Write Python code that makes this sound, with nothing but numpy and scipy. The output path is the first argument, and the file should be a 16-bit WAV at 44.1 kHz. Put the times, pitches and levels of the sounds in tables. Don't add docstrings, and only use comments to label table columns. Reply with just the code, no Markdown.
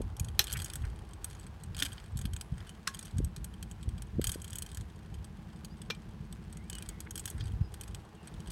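import sys
import numpy as np
from scipy import signal
from scipy.fft import rfft, irfft
from scipy.io import wavfile
from scipy.ndimage import uniform_filter1d

SR = 44100
rng = np.random.default_rng(int(sys.argv[2]) if len(sys.argv) > 2 else 0)


def generate_wav(signal):
    frames = np.transpose(np.atleast_2d(signal))
    scaled = np.clip(frames, -1, 1) * 32767
    pcm = np.round(scaled).astype(np.int16)
    wavfile.write(sys.argv[1], SR, pcm)


N = 375291
TIME = np.arange(N) / SR

# pitch_hz [Hz], density_db [relative dB per Hz]
FIELD_SPECTRUM = [(100, -6), (250, -3), (330, -1), (430, -1.5), (560, -7), (820, -3), (1100, -5.5),
                  (1600, -24), (3000, -16.5), (9000, -50.5)]
FIELD_DB = -62

# time_s [s], thud_db [dB], exhaust_bark_db [dB], clatter_db [dB]
ENGINE_LEVELS = [(0, -65, -67.5, -60.5), (1, -61.5, -62, -65), (2.4, -56, -73.5, -69.5),
                 (3.6, -50.5, -68.5, -75), (4.8, -57, -68, -85), (5.5, -50, -67.5, -69),
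                 (6.6, -49, -66.5, -80), (7.2, -56, -59, -70), (8, -58.5, -63.5, -63),
                 (8.5, -49, -61.5, -66)]
# pitch_hz [Hz], density_db [relative dB per Hz]
THUD_SPECTRUM = [(90, -24), (125, -8.5), (155, 1.5), (190, 0), (228, -2.5), (265, -25), (320, -14),
                 (355, -25), (420, -32.5), (560, -37.5)]
# pitch_hz [Hz], density_db [relative dB per Hz]
BARK_SPECTRUM = [(280, -9), (322, 3.5), (360, -7), (420, -3), (465, -8), (550, -19)]
# pitch_hz [Hz], density_db [relative dB per Hz]
CLATTER_SPECTRUM = [(400, -14), (560, -9), (700, -10), (800, -2.5), (950, -9.5), (1150, -9.5), (1500, -20)]
FIRING_HZ = 11.95
FIRST_BEAT_S, EXHAUST_LAG_S = .010, .021

# start_s [s], length_s [s], start_hz [Hz], end_hz [Hz],
# level_db [peak dB before flutter]
FAR_WHISTLES = [(2.66, 0.067, 3080, 3020, -61), (5.692, 0.053, 4540, 5100, -62.5),
                (6.53, .17, 1860, 2450, -66), (6.70, .12, 2860, 3030, -53.5), (6.74, 0.14, 2550, 2420, -65),
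                (6.86, .17, 2260, 2000, -66), (6.87, 0.164, 2010, 1880, -66),
                (7.393, 0.093, 4730, 4760, -63), (7.61, .09, 4900, 5240, -67),
                (8.158, 0.088, 2880, 2700, -65)]

# pitch_hz [Hz], density_db [relative dB per Hz]
WIND_SPECTRUM = [(25, -20.5), (36, -9.5), (50, 0.5), (70, 0), (95, -1.5), (125, -8), (160, -12), (210, -18),
                 (270, -28), (450, -36)]
# time_s [s], level_db [dB before the wind trim]
BREEZE_LEVELS = [(0, -43.5), (1.2, -46.5), (2.3, -49), (2.85, -53), (3.7, -45), (4.6, -47), (5.9, -51),
                 (6.6, -48.5), (7.2, -47), (7.8, -47), (8.15, -56.5), (8.5, -41.5)]
# start_s [s], length_s [s], level_db [dB before the wind trim]
WIND_GUSTS = [(0, 0.082, -39.5), (.21, 0.15, -41.5), (.52, 0.09, -39), (.79, 0.17, -42.5),
              (1.67, 0.21, -44), (2.12, 0.23, -38), (2.51, .11, -42.5), (3.14, 0.11, -32.5),
              (3.37, 0.056, -42.5), (3.86, 0.15, -41), (4.14, 0.16, -37.5), (4.76, 0.066, -43.5),
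              (5.12, 0.089, -41), (7.33, 0.2, -39), (7.53, 0.087, -36), (7.89, 0.073, -42.5)]
GUST_ATTACK_S, GUST_RELEASE_S = 0.0071, 0.025
# centre_s [s], level_db [peak dB before the band-pass], pitch_hz [Hz]
WIND_BUFFETS = [(.006, -24.5, 383), (0.21, -22.5, 78.4), (0.839, -26, 60.4), (2.158, -24.5, 82),
                (2.255, -24, 104), (2.525, -25, 88), (3.154, -34, 75), (3.189, -20, 101), (3.203, -26, 240),
                (3.876, -23, 61.4), (3.879, -36, 219), (4.186, -21, 148), (4.195, -17.5, 293),
                (4.358, -30, 336), (6.208, -31, 85), (7.613, -19.5, 82)]

# [dB re smooth rolling, power-added to it]
ROUGH_PATCHES = [(.40, 0.298, 21.5), (.80, 0.29, -1), (1.25, 0.043, 12.5), (1.80, 0.02, 28.5),
                 (2.58, 0.083, 10.5), (2.88, 0.19, 10.5), (4.25, 0.036, 19), (4.45, 0.24, 8),
                 (6.72, .15, 10.5), (7.15, 0.34, 8), (7.7, 0.27, -1.5), (8.25, 0.29, 7)]
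BUMP_ATTACK_S, BUMP_RELEASE_S = .015, .085
JIGGLE_DB, TYRE_DB, TICK_DB = -85.5, -65, -64.5
TYRE_FOLLOWS, TICK_FOLLOWS = 0.39, 1
TICKS_PER_S, SHAKEN_TICKS_PER_S = 14, 30

# pitch_hz [Hz], density_db [relative dB per Hz]
TYRE_SPECTRUM = [(380, -0.5), (550, -3.5), (900, -4), (1600, 2.5), (2200, -3.5), (3200, -7), (5000, -10.5),
                 (8000, -16), (11500, -19), (13000, -21.5), (16000, -24)]
# [Hz, nominal centre]
STONE_CRUNCHES = [(0.561, -44, 0.007, 2000), (0.847, -52.5, 0.0092, 1770), (2.62, -68, 0.024, 1710),
                  (7.071, -49, 0.0046, 1710), (7.392, -60, 0.0088, 1714), (7.41, -59, 0.012, 4350)]

# start_s [s], level_db [rms dB of the first 6 ms, without thin steel],
# body_db [dB on the low modes before a shared boost]
METAL_CLINKS = [(0.017, -51, -10), (0.167, -50.5, -12), (0.197, -35, -12), (0.246, -46, -8),
                (0.285, -47, -1), (0.415, -42, -5), (0.441, -39, -11), (0.47, -47, 8), (0.496, -49, 10),
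                (0.527, -33.0, -16), (0.536, -37.5, -7), (0.571, -40.5, -10), (0.619, -40.5, -11),
                (0.645, -37.5, -16), (0.658, -48, -19), (0.682, -53, -4), (0.735, -41.5, -13),
                (0.756, -38, -11.5), (0.851, -53.5, -4), (1.134, -52.0, -8), (1.244, -34, -10.5),
                (1.3, -55, -9), (1.397, -52, -8), (1.466, -52, -5), (1.636, -48.0, -10.5), (1.747, -46, 4),
                (1.767, -44.0, -6), (1.799, -35.5, -3), (1.803, -40, -5), (1.831, -35.5, -2),
                (1.855, -38.5, -1), (1.863, -40, -2), (1.98, -48.5, 20), (2.172, -44, -11.5),
                (2.19, -44.5, -8), (2.214, -45.5, -8), (2.254, -41.0, 0.5), (2.334, -44.0, -7.5),
                (2.364, -42, -5), (2.411, -39.5, -9), (2.604, -53, 5), (2.693, -48, -7.5),
                (2.946, -42.0, -5), (2.991, -42, -9.5), (3.027, -46.5, -9), (3.054, -49, -10),
                (3.183, -43.0, -6), (3.246, -42.5, -12), (3.363, -45, -3.5), (3.444, -41.5, -11),
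                (3.539, -54, -1), (3.627, -43, -5.5), (3.713, -48, -5.5), (3.829, -50.5, -1),
                (3.89, -51.5, -6), (3.98, -53, -1), (4.021, -45.5, -9.5), (4.215, -41.0, -1),
                (4.242, -31.5, -6), (4.27, -30, -11), (4.293, -34.5, -6.5), (4.318, -35.5, -11),
                (4.345, -43.5, -4), (4.418, -45, -14.5), (4.444, -45.5, -7), (4.479, -48.5, -12),
                (4.505, -46.5, -13), (4.531, -42.5, -7), (4.556, -39, -14), (4.585, -37.5, -13),
                (4.622, -37, -9.5), (4.663, -48, -9), (4.716, -49.5, -6), (4.747, -46, -10),
                (4.772, -43.5, -11), (4.81, -52.5, -7), (5.142, -53.5, -4.5), (5.244, -51, -4.5),
                (5.647, -45.5, -5), (5.817, -47, -1.5), (5.949, -53, 0), (6.326, -47.5, -4),
                (6.527, -49.5, -8), (6.571, -50.0, -10), (6.699, -39.5, -9), (6.73, -46.0, -5),
                (6.752, -44, -10), (6.784, -43.5, -8), (6.824, -44, -5.5), (6.889, -40.5, -8.5),
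                (7.004, -42, -13), (7.108, -41, -12), (7.156, -39, -9), (7.177, -39.5, -8),
                (7.195, -40, -12.5), (7.256, -35.5, -12.5), (7.277, -41.5, -4), (7.301, -41, -20),
                (7.408, -44, 13.5), (7.456, -53, 0), (7.741, -46.5, -1.5), (7.811, -42, -9.5),
                (7.835, -49, -6), (7.878, -51.5, -6), (7.947, -43.5, -7.5), (8.273, -48.5, -6),
                (8.403, -53, -4.5), (8.473, -51, -5), (8.504, -45.5, -9)]
# pitch_hz [Hz], width_hz [Hz], level_db [relative dB]
LOOSE_METAL_MODES = [(1588, 320, -7.5), (2440, 125, -6.5), (3164, 220, -0.5), (3650, 330, -7),
                     (4260, 420, -7.5), (4974, 190, -7.5), (5620, 300, -10.5), (6660, 300, -5),
                     (7887, 470, -3.5), (8354, 260, 1), (8930, 448, -6.5), (9880, 600, -8.5),
                     (11420, 370, -5.5), (13560, 620, -23.5), (15350, 400, -17.5)]
LOOSE_METAL_HZ = np.array(LOOSE_METAL_MODES)[:, 0]
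# pitch_hz [Hz], level_db [dB re clink, before hardness], t60_s [s]
THIN_STEEL = [(11208, -30, .45), (8350, -13.5, 0.04), (15490, -30, .1), (6570, -36, 0.11),
              (11800, -29, .08)]

# start_s [s], level_db [rms dB of the first 6 ms, without the ring], low_hz [Hz], high_hz [Hz],
# t60_s [s], ring_hz [Hz], ring_db [peak dB], ring_t60_s [s]
FRAME_JOLTS = [(0.3924, -22.5, 3020, 15000, 0.012, 4030, -14, 0.016),
               (0.3933, -21, 1560, 6700, 0.0096, 1800, -24, 0.028),
               (0.3979, -40.5, 246, 1500, 0.074, 813, -34, 0.044),
               (1.8220, -30, 1450, 3500, 0.023, 279, -36.5, 0.12),
               (1.8243, -31.5, 2380, 12200, 0.015, 3530, -19, 0.014),
               (2.8717, -34.5, 1000, 2170, .055, 1083, -43.5, 0.24),
               (2.8747, -29.5, 1700, 11000, 0.012, 1670, -40, 0.11),
               (5.901, -34.5, 330, 5300, .05, 480, -33, 0.026),
               (5.9060, -34.5, 900, 6600, 0.021, 2376, -34.5, 0.1)]
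# pitch_hz [Hz], width_hz [Hz], level_db [relative dB]
FRAME_RESONANCES = [(400, 97, 0), (800, 96, -8), (1100, 360, -4.5), (1500, 260, -0.5), (1890, 260, -2.5),
                    (2570, 350, -1.5), (3470, 640, 1), (4200, 210, 1.5), (5330, 410, 1), (6140, 490, 0),
                    (8050, 1700, -3.5), (10400, 600, -1), (12730, 910, 1.5)]

CUTOFF_HZ = 15900


def from_db(db):
    return 10 ** (np.asarray(db) / 20)


def rms_one(x):
    return x / np.sqrt(np.mean(x ** 2) + 1e-20)


def level(rows):
    return from_db(np.interp(TIME, *np.transpose(rows)))


def add(out, start_s, sound):
    at = max(0, round(start_s * SR))
    out[at:at + len(sound)] += sound[:max(0, N - at)]


def coloured(x, points):
    hz, db = np.transpose(points)
    octave = np.log2(np.fft.rfftfreq(len(x), 1 / SR) + 1)
    marks = np.log2(hz)
    beyond = np.abs(octave - np.clip(octave, marks[0], marks[-1]))
    gain = from_db(np.interp(octave, marks, db) - 20 * beyond)
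    return rms_one(irfft(rfft(x) * gain, len(x)))


def drift(rate):
    return np.interp(TIME * rate, np.arange(4000), rng.standard_normal(4000))


def band(x, low_hz, high_hz, order=2):
    edges = [low_hz, min(high_hz, .45 * SR)]
    return signal.sosfilt(signal.butter(order, edges, "band", fs=SR, output="sos"), x)


def swells(rows, attack_s, release_s):
    power = 0
    for start_s, length_s, db in rows:
        before = np.maximum(start_s - TIME, 0) / attack_s
        after = np.maximum(TIME - start_s - length_s, 0) / release_s
        envelope = np.exp(-np.minimum(before + after, 20))
        power = power + (from_db(db) * envelope) ** 2
    return np.sqrt(power)


def dying(t, t60):
    return np.exp(-np.log(1000) * t / t60)


def grains(per_s, size_db):
    happens = rng.random(N) < per_s / SR
    sign = rng.choice([-1, 1], N)
    return happens * sign * from_db(size_db * np.minimum(rng.exponential(1, N), 4))


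def resonate(x, modes, extra_db):
    out = 0
    for k, (hz, width_hz, db) in enumerate(modes):
        r = np.exp(-np.pi * width_hz / SR)
        gain = (-1) ** k * from_db(db + extra_db[k]) * (1 - r * r) / 2
        poles = [1, -2 * r * np.cos(2 * np.pi * hz / SR), r * r]
        out = out + signal.lfilter([gain, 0, -gain], poles, x)
    return out


def contact(t60, tail_db, tail_t60, snap):
    t = TIME[:SR // 5]
    envelope = dying(t, t60) + from_db(tail_db) * dying(t, tail_t60)
    force = rng.standard_normal(len(t)) * envelope
    force[0] += snap
    return force


def at_level(hit, db):
    return hit * from_db(db) / np.sqrt(np.mean(hit[:round(.006 * SR)] ** 2))


def field():
    return from_db(FIELD_DB) * coloured(rng.standard_normal(N), FIELD_SPECTRUM)


def scattered(firings, t60):
    t = TIME[:round(SR / FIRING_HZ)]
    echoes = rfft(rng.standard_normal(len(t)) * dying(t, t60))
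    beat = irfft(echoes / np.abs(echoes))
    return signal.fftconvolve(firings, beat)[:N]


def engine(thud_t60=0.37, bark_t60=.17, clatter_t60=0.26):
    firings, rows = np.zeros(N), np.array(ENGINE_LEVELS)
    at = np.arange(FIRST_BEAT_S * SR, N - 1, SR / FIRING_HZ).astype(int)
    firings[at] = from_db(rng.normal(0, .7, len(at)))
    exhaust = np.roll(firings, round(EXHAUST_LAG_S * SR))
    thud = coloured(scattered(exhaust, thud_t60), THUD_SPECTRUM) * level(rows[:, [0, 1]])
    bark = coloured(scattered(exhaust, bark_t60), BARK_SPECTRUM) * level(rows[:, [0, 2]])
    clatter = coloured(scattered(firings, clatter_t60), CLATTER_SPECTRUM) * level(rows[:, [0, 3]])
    return thud + bark + clatter


def whistles(waver=0.032, flutter_db=2.5):
    out, wobble = np.zeros(N), 1 + waver * drift(160)
    for start_s, length_s, start_hz, end_hz, db in FAR_WHISTLES:
        u, at = np.linspace(0, 1, round(length_s * SR)), round(start_s * SR)
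        hz = (start_hz + (end_hz - start_hz) * u) * wobble[at:at + len(u)]
        tone = np.sin(2 * np.pi * np.cumsum(hz) / SR)
        add(out, start_s, from_db(db) * np.sin(np.pi * u) * tone)
    return out * from_db(flutter_db * drift(90))


def wind(trim_db=0.5, lumpy_db=2.0, low_cut_hz=35, top_hz=520):
    rumble = coloured(rng.standard_normal(N), WIND_SPECTRUM)
    rumble /= np.sqrt(uniform_filter1d(rumble ** 2, size=SR // 12))
    airflow = np.hypot(level(BREEZE_LEVELS), swells(WIND_GUSTS, GUST_ATTACK_S, GUST_RELEASE_S))
    out = rumble * airflow * from_db(trim_db + lumpy_db * drift(25))
    for centre_s, db, hz in WIND_BUFFETS:
        u = np.clip(2 * np.pi * hz * (TIME - centre_s), -10, 10)
        out += from_db(db) * u * np.exp((1 - u * u) / 2)
    return band(out, low_cut_hz, top_hz, order=4)


def tyres(shake, grains_per_s=1200, size_db=5.5, grit=0.68, uneven_db=0.5):
    sand = grit * rms_one(grains(grains_per_s, size_db)) + rng.standard_normal(N)
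    roughness = shake ** TYRE_FOLLOWS
    out = coloured(sand, TYRE_SPECTRUM) * roughness * from_db(TYRE_DB + uneven_db * drift(30))
    for centre_s, db, length_s, hz in STONE_CRUNCHES:
        swell = np.exp(-.5 * ((TIME - centre_s) / length_s) ** 2)
        out += rms_one(band(sand, hz / 1.63, hz * 1.37)) * from_db(db) * swell
    return out


def jiggle(shake, touches_per_s=240, size_db=4.0, smooth=.45, body_db=1.5, body_hz=5400):
    force = rms_one(grains(touches_per_s, size_db)) + smooth * rng.standard_normal(N)
    strengths_db = body_db * (LOOSE_METAL_HZ < body_hz)
    return rms_one(resonate(force, LOOSE_METAL_MODES, strengths_db)) * shake * from_db(JIGGLE_DB)


def ticks(shake, spread_db=1.5, body_db=-1.5):
    slots = np.arange(0, N, SR // 100)
    chance, size = rng.random(len(slots)), rng.standard_normal(len(slots))
    shake_db = 20 * np.log10(shake[slots])
    per_s = TICKS_PER_S + (SHAKEN_TICKS_PER_S - TICKS_PER_S) * shake_db / shake_db.max()
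    levels_db = TICK_DB + TICK_FOLLOWS * shake_db + spread_db * size
    happens = chance < per_s * slots[1] / SR
    return [(at / SR, db, body_db) for at, db in zip(slots[happens], levels_db[happens])]


def clinks(rows, body_hz=5400, boost_db=5.5, vary_db=2.0, hard_db=-40, top_hz=11000, brighten=.4):
    out, t = np.zeros(N), TIME[:SR // 2]
    for start_s, db, body_db in rows:
        force = contact(t60=rng.uniform(0.024, .026), tail_db=-34.5, tail_t60=0.48, snap=6.2)
        bounce_delay = round(rng.uniform(.001, .005) * SR)
        force += np.pad(force, (bounce_delay, 0))[:len(force)] * rng.uniform(0, .6)
        hardness_db = brighten * (db - hard_db)
        strengths_db = (LOOSE_METAL_HZ < body_hz) * (body_db + boost_db)
        strengths_db = strengths_db + (LOOSE_METAL_HZ > top_hz) * hardness_db
        strengths_db = strengths_db + rng.normal(0, vary_db, len(LOOSE_METAL_HZ))
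        add(out, start_s, at_level(resonate(force, LOOSE_METAL_MODES, strengths_db), db))
        for hz, mode_db, t60 in THIN_STEEL:
            gain = from_db(db + mode_db + hardness_db + rng.normal(0, vary_db))
            add(out, start_s, gain * np.sin(2 * np.pi * hz * t) * dying(t, t60))
    return out


def knocks(vary_db=0.5, leak=0.19):
    out, t = np.zeros(N), TIME[:SR // 3]
    for start_s, db, low_hz, high_hz, t60, ring_hz, ring_db, ring_t60 in FRAME_JOLTS:
        force = contact(t60, tail_db=-13.5, tail_t60=0.099, snap=6.7)
        force = band(force, low_hz, high_hz, order=3) + leak * band(force, low_hz / 2, high_hz * 2)
        strengths_db = rng.normal(0, vary_db, len(FRAME_RESONANCES))
        add(out, start_s, at_level(resonate(force, FRAME_RESONANCES, strengths_db), db))
        add(out, start_s, from_db(ring_db) * np.sin(2 * np.pi * ring_hz * t) * dying(t, ring_t60))
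    return out


def scene():
    outdoors = field() + engine() + whistles() + wind()
    shake = np.hypot(1, swells(ROUGH_PATCHES, BUMP_ATTACK_S, BUMP_RELEASE_S))
    loose_metal = jiggle(shake) + clinks(ticks(shake)) + clinks(METAL_CLINKS)
    bicycle = tyres(shake) + loose_metal + knocks()
    return (outdoors + bicycle)[None]


def record(dry):
    return signal.sosfilt(signal.ellip(10, .2, 90, CUTOFF_HZ, fs=SR, output="sos"), dry)


dry = scene()
out = record(dry)
generate_wav(out)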